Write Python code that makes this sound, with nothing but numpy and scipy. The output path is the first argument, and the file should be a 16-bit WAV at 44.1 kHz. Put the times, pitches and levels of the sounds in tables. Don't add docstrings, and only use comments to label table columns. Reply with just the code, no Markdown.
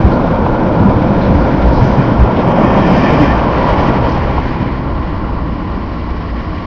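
import sys
import numpy as np
from scipy import signal
from scipy.fft import rfft, irfft, next_fast_len
from scipy.io import wavfile

SR = 44100
rng = np.random.default_rng(int(sys.argv[2]) if len(sys.argv) > 2 else 0)


def store_wav(level_fs):
    pcm = np.round(np.clip(np.atleast_2d(level_fs), -1, 1) * 32767)
    wavfile.write(sys.argv[1], SR, pcm.T.astype(np.int16))


N = 293706
TIME = np.arange(N) / SR

# time in seconds, power shares (0-1) of open bogie and far track.
VIEW = [(1.5, 0, 0.01), (2.3, 0.36, 0.12), (2.7, 0.89, 0.03), (3.25, 0.83, 0.12), (3.45, 0.38, 0.37),
        (4.4, 0.24, 0.53), (4.9, 0.04, 0.93), (6.66, 0.06, 0.95)]
# crest in seconds, half length in seconds,
# then the levels in dB of rail roar, wheel hiss and body rumble.
SURGES = [(0.898, 0.089, -19, -51, -18.5), (1.759, 0.47, -31, -33.5, -19), (2.654, 0.15, -15.5, -31.5, -15),
          (3.08, 0.19, -16.5, -24.5, -15.5), (3.726, 0.15, -18, -27.5, -35.5), (4.099, 0.11, -37, -31, -39),
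          (5.0, .5, -29.5, -45, -27.5), (6.45, 0.25, -36, -39.5, -36)]


def from_db(db):
    return 10 ** (np.asarray(db) / 20)


def in_time(rows):
    times, *columns = np.transpose(rows)
    return [np.interp(TIME, times, column) for column in columns]


def shaped_noise(gain_at):
    size = next_fast_len(N)
    hz = np.maximum(np.arange(size // 2 + 1) * SR / size, 1)
    return unit_power(irfft(rfft(rng.standard_normal(size)) * gain_at(hz), size)[:N])


def unit_power(x):
    return x / np.sqrt(np.mean(x ** 2) + 1e-20)


def coloured(spectrum):
    points_hz, db = np.transpose(spectrum)

    def gain_at(hz):
        skirts = 1 + (points_hz[0] / hz) ** 24 + np.minimum(hz / points_hz[-1], 10) ** 24
        return from_db(np.interp(np.log(hz), np.log(points_hz), db)) / skirts
    return shaped_noise(gain_at)


def drift(rate_hz):
    return shaped_noise(lambda hz: 1 / (1 + (hz / rate_hz) ** 2) ** 2)


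def in_view(side_spectrum, bogie_spectrum, far_spectrum):
    bogie, far = np.clip(in_time(VIEW), 1e-4, 1)
    side = np.clip(1 - bogie - far, 0, 1)
    views = [(side, side_spectrum), (bogie, bogie_spectrum), (far, far_spectrum)]
    return sum(np.sqrt(share / (side + bogie + far)) * coloured(spectrum) for share, spectrum in views)


def passing(near_db, far_db, leaves_s, half_power_s):
    nearness = 1 / (1 + (np.maximum(TIME - leaves_s, 0) / half_power_s) ** 2)
    return 10 * np.log10(nearness * from_db(near_db) ** 2 + (1 - nearness) * from_db(far_db) ** 2)


def swelling(base_db, crests, halves, levels_db):
    power = from_db(base_db) ** 2
    for crest, half, db in np.broadcast(crests, halves, levels_db):
        power = power + from_db(db) ** 2 * np.exp(-0.5 * ((TIME - crest) / half) ** 2)
    return 10 * np.log10(power)


def phase_of(hz):
    return 2 * np.pi * (np.cumsum(hz) / SR + rng.random())


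def resonance(curve, width_hz):
    hz, db = in_time(curve)
    phase = phase_of(hz)
    return from_db(db) * (drift(width_hz) * np.sin(phase) + drift(width_hz) * np.cos(phase))


def tone(hz, db, waver_db, wander=0.0039, wander_rate_hz=6):
    amplitude = np.sqrt(2) * from_db(db + waver_db * drift(5.1))
    return amplitude * np.sin(phase_of(hz * (1 + wander * drift(wander_rate_hz))))


def rail_roar(flutter_db=0.5):
    # frequency in Hz, level in dB.
    side = [(210, -30.5), (350, -0.5), (429, -3), (522, 3), (790, -4), (938, -2), (1280, -14),
            (1400, -11.5), (1600, -20), (2080, -52), (3520, -120)]
    bogie = [(210, -27.5), (350, -5.5), (449, -5.5), (539, -0.5), (727, -4.5), (981, -4), (1190, -9),
             (1290, -20.5), (1350, -14), (1600, -21), (2080, -42.5), (3520, -120)]
    far = [(210, -38), (350, -5), (371, -5), (472, -5.5), (493, -4.5), (536, -6), (709, -6.5), (760, -11),
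           (810, -6.5), (903, -6), (1090, -4.5), (1170, -6), (1260, -17), (1370, -12), (1600, -20),
           (2080, -43), (3520, -120)]
    crests, halves, roar_db, _, _ = np.transpose(SURGES)
    base_db = passing(near_db=-16, far_db=-28.5, leaves_s=4, half_power_s=0.21)
    db = swelling(base_db, crests, halves, roar_db) + flutter_db * drift(11)
    return from_db(db) * in_view(side, bogie, far)


def wheel_hiss(grit_db=1.0):
    # frequency in Hz, level in dB.
    side = [(850, -33), (1450, -2.5), (1950, -10.5), (2310, -9.5), (2670, -16), (3110, -16), (4020, -22.5),
            (5190, -26.5), (5880, -32), (6980, -46), (9070, -76), (15400, -120)]
    bogie = [(850, -30.5), (1450, -15), (1540, -3), (1800, -1), (2040, -4.5), (2390, -2.5), (2760, -10),
             (3230, -7.5), (3390, -18), (3640, -17), (4020, -27), (5230, -19.5), (6980, -40.5),
             (9070, -67.5), (15400, -120)]
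    far = [(850, -32), (1450, -3.5), (1710, -2.5), (1920, 2), (2100, -3.5), (2360, -4), (2570, -9.5),
           (2950, -6), (3570, -15), (4490, -14.5), (5230, -19.5), (6000, -32.5), (6710, -37.5), (6980, -39),
           (9070, -69.5), (15400, -120)]
    crests, halves, _, hiss_db, _ = np.transpose(SURGES)
    base_db = passing(near_db=-32, far_db=-38, leaves_s=4.5, half_power_s=0.12)
    db = swelling(base_db, crests, halves, hiss_db) + grit_db * drift(35)
    return from_db(db) * in_view(side, bogie, far)


def body_rumble():
    # frequency in Hz, level in dB.
    near = [(68, -38), (115, -4), (162, -2), (193, -1), (220, -2.5), (300, -3.5), (420, -16.5),
            (550, -46.5), (920, -120)]
    far = [(82, -33.5), (120, -7.5), (160, 2.5), (238, 0.5), (259, -3.5), (279, 0.5), (322, 0),
           (371, -12.5), (420, -14), (550, -40.5), (920, -120)]
    crests, halves, _, _, rumble_db = np.transpose(SURGES)
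    base_db = passing(near_db=-14, far_db=-32.5, leaves_s=3, half_power_s=0.9)
    return from_db(swelling(base_db, crests, halves, rumble_db)) * in_view(near, near, far)


def ground_rumble(first_thud_s=0.027, wheel_turn_s=0.441, turns=6):
    # frequency in Hz, level in dB.
    near = [(12, -4.5), (25, 2), (36, -0.5), (58, -0.5), (78, 2), (100, -2), (135, 1.5)]
    far = [(12, -7), (30, 0.5), (45, 0), (58, 2), (72, 0), (90, 2), (110, -5.5), (135, -8)]
    thuds = first_thud_s + wheel_turn_s * np.arange(turns)
    base_db = passing(near_db=-18.5, far_db=-22.5, leaves_s=4.5, half_power_s=0.5)
    return from_db(swelling(base_db, thuds, halves=0.064, levels_db=-16.5)) * in_view(near, near, far)


def rail_ring():
    # time in seconds, pitch in Hz, level in dB.
    low = [(3.2, 850, -49), (3.7, 842, -27), (4.3, 824, -30), (4.9, 822, -43.5), (6.66, 820, -50)]
    middle = [(0, 1020, -34), (1.2, 995, -36), (2.0, 961, -25), (2.5, 952, -36.5), (3.3, 960, -32),
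              (3.7, 965, -23.5), (4.2, 963, -32.5), (4.7, 1013, -32.5), (5.6, 1021, -36), (6.66, 1113, -37)]
    high = [(0, 1409, -37.5), (2, 1373, -39), (3.7, 1369, -37.5), (4.9, 1362, -45), (6.66, 1357, -48)]
    return resonance(low, width_hz=50) + resonance(middle, width_hz=79) + resonance(high, width_hz=40)


def deep_hum(waver_db=1.0):
    # time in seconds, pitch in Hz, level in dB.
    course = [(0, 54, -42.5), (1.7, 56.4, -22.5), (2.6, 60.4, -28.5), (3.1, 60.2, -23.5),
              (3.3, 61.5, -14.5), (3.47, 57, -25), (3.95, 62.5, -22.5), (4.35, 64.1, -18.5),
              (4.72, 62.8, -29), (4.97, 61.1, -17), (5.17, 59.7, -25), (5.38, 58, -20.5), (5.58, 58.4, -23),
              (5.8, 58.3, -23), (6.5, 58, -22.5), (6.66, 58.1, -30)]
    # multiple of the pitch, level in dB relative to the hum.
    partials = [(1, -1), (1.5, -13), (2, -14)]
    hz, db = in_time(course)
    phase = phase_of(hz)
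    return np.sqrt(2) * sum(from_db(db + partial_db + waver_db * drift(4)) * np.sin(multiple * phase)
                            for multiple, partial_db in partials)


def body_booms(wander=0.1):
    # crest in seconds, level in dB, pitch in Hz, half length in seconds.
    booms = [(0.057, -1.5, 66.5, 0.013), (0.048, -2.5, 105.4, 0.012), (0.072, -8.5, 207.7, 0.012),
             (.822, -5.5, 104, .012), (0.87, -1.5, 190.2, 0.02), (0.888, -3, 106.2, .012),
             (0.972, -7, 98, 0.012), (1.095, -8.5, 199.3, .014), (1.305, -10.5, 128, 0.013),
             (1.352, -6.5, 71.2, 0.022), (1.39, -8.5, 162, .018), (1.675, -4, 61.5, 0.024),
             (1.781, -13, 56.7, 0.021), (1.82, -4.5, 103, .012), (1.84, -5, 149.9, .022),
             (1.914, -9, 59.7, 0.018), (1.995, -6, 136.6, .016), (1.989, -10.5, 217.3, 0.015),
             (2.205, -7.5, 113, 0.013), (2.223, -1.5, 62.4, .02), (2.385, -9.5, 243.8, 0.013),
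             (2.601, -10, 240.4, 0.023), (2.875, -7, 186.3, 0.023), (3.222, -6.5, 299, .018),
             (3.716, -7.5, 60, .016), (4.046, -15, 65.2, 0.021), (4.594, -13, 118, .012),
             (4.638, -13, 212, .011)]
    out = np.zeros(N)
    bend = 1 + wander * drift(45)
    for crest, db, hz, half in booms:
        span = abs(TIME - crest) < 4 * half
        swell = np.exp(-0.5 * ((TIME[span] - crest) / half) ** 2)
        out[span] += from_db(db) * swell * np.sin(phase_of(hz * bend[span]))
    return out


def loose_fittings(chatter_db=3.0, band_ratio=1.17, top_hz=5800):
    # start in seconds, level in dB, band centre in Hz, length in seconds.
    rattles = [(.11, -43, 4240, 0.037), (.461, -12, 834, .006), (1.204, -40, 3750, 0.042),
               (1.32, -50, 4500, 0.22), (1.495, -32, 1700, 0.052), (1.614, -23.5, 1450, 0.009),
               (1.715, -41, 4520, .073), (1.805, -44, 5400, 0.1), (2.347, -34.5, 3030, 0.05),
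               (2.379, -12, 524, .016), (2.782, -42, 3600, 0.037), (2.96, -37, 5170, .025),
               (3.624, -43, 4000, .035), (3.79, -45, 4840, 0.051), (4.085, -41, 4758, 0.04),
               (4.199, -35.5, 2000, .3), (4.379, -14, 885, .009), (4.655, -37, 2005, 0.053)]
    out = np.zeros(N)
    chatter = from_db(chatter_db * np.tanh(drift(120))) * rng.standard_normal(N)
    for start, db, hz, length in rattles:
        age = np.clip(2 * (TIME - start) / length, 0, 20)
        envelope = age * np.exp(1 - age)
        band = signal.butter(2, [hz / band_ratio, hz * band_ratio], "band", fs=SR, output="sos")
        out += from_db(db) * envelope * unit_power(signal.sosfilt(band, chatter))
    return signal.sosfilt(signal.butter(6, top_hz, fs=SR, output="sos"), out)


def panel_drone(base_db=-42):
    # crest in seconds, half length in seconds, level in dB, pitch in Hz.
    spells = [(.85, 0.088, -31, 185), (1.27, 0.069, -19, 200.6), (1.7, 0.28, -23.5, 200),
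              (2.82, 0.14, -18.5, 193.4), (4.55, .09, -26.5, 247.8), (5.95, 0.099, -36, 238.1),
              (6.25, 0.23, -31.5, 238.3)]
    crests, halves, levels_db, pitches = np.transpose(spells)
    db = swelling(base_db, crests, halves, levels_db)
    return tone(np.interp(TIME, crests, pitches), db, waver_db=1.5)


def tread_sizzle(base_db=-67.5, grit_db=1.0):
    # crest in seconds, half length in seconds, level in dB.
    swells = [(1.85, .14, -48), (2.96, .07, -42), (3.18, .1, -43.5), (6.298, .45, -54.5)]
    # frequency in Hz, level in dB.
    spectrum = [(3400, -6), (4100, -3.5), (4700, 0.5), (5250, -1), (5900, -11), (6200, -18)]
    db = swelling(base_db, *np.transpose(swells)) + grit_db * drift(90)
    return from_db(db) * coloured(spectrum)


def motor(start_hz=109.8, rise_hz_per_s=4.45, top_hz=130.2, base_db=-43.5):
    # crest in seconds, half length in seconds, level in dB.
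    swells = [(2.1, .2, -24), (3.99, .13, -20), (4.55, 0.24, -23.5)]
    hz = np.minimum(start_hz + rise_hz_per_s * TIME, top_hz)
    return tone(hz, swelling(base_db, *np.transpose(swells)), waver_db=1.0)


def flange_song(base_db=-62.5):
    # crest in seconds, half length in seconds, level in dB, pitch in Hz.
    spells = [(2.62, .015, -35, 1800), (2.69, .03, -31, 1795), (2.835, 0.025, -28.5, 1800),
              (2.985, .012, -29, 1795), (3.06, .013, -22.5, 1778), (3.28, .016, -30, 1735),
              (3.315, 0.01, -22.5, 1785)]
    crests, halves, levels_db, pitches = np.transpose(spells)
    db = swelling(base_db, crests, halves, levels_db)
    return tone(np.interp(TIME, crests, pitches), db, waver_db=1.0, wander=0.007, wander_rate_hz=70)


def wheel_ring():
    # time in seconds, pitch in Hz, level in dB.
    course = [(2.6, 2400, -56), (2.88, 2400, -39), (3.03, 2380, -40), (3.09, 2365, -30), (3.14, 2375, -44),
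              (3.2, 2385, -32), (3.3, 2380, -37), (3.4, 2350, -54), (3.6, 2320, -61.5)]
    return resonance(course, width_hz=55)


def scene():
    rolling = rail_roar() + wheel_hiss() + body_rumble() + ground_rumble() + rail_ring()
    car = deep_hum() + body_booms() + loose_fittings() + panel_drone()
    bogies = tread_sizzle() + motor() + flange_song() + wheel_ring()
    return (rolling + car + bogies)[None]


def low_pass(x, hz):
    return signal.sosfiltfilt(signal.ellip(8, 0.05, 50, hz, fs=SR, output="sos"), x)


def record(dry):
    fade_s, ceiling = 0.004, 0.99
    fade = np.minimum(TIME / fade_s, 1)
    narrow = low_pass(dry * fade * fade[::-1], hz=7200)
    clipped = narrow / (1 + (narrow / ceiling) ** 32) ** (1 / 32)
    return low_pass(clipped, hz=15500)


dry = scene()
out = record(dry)
store_wav(out)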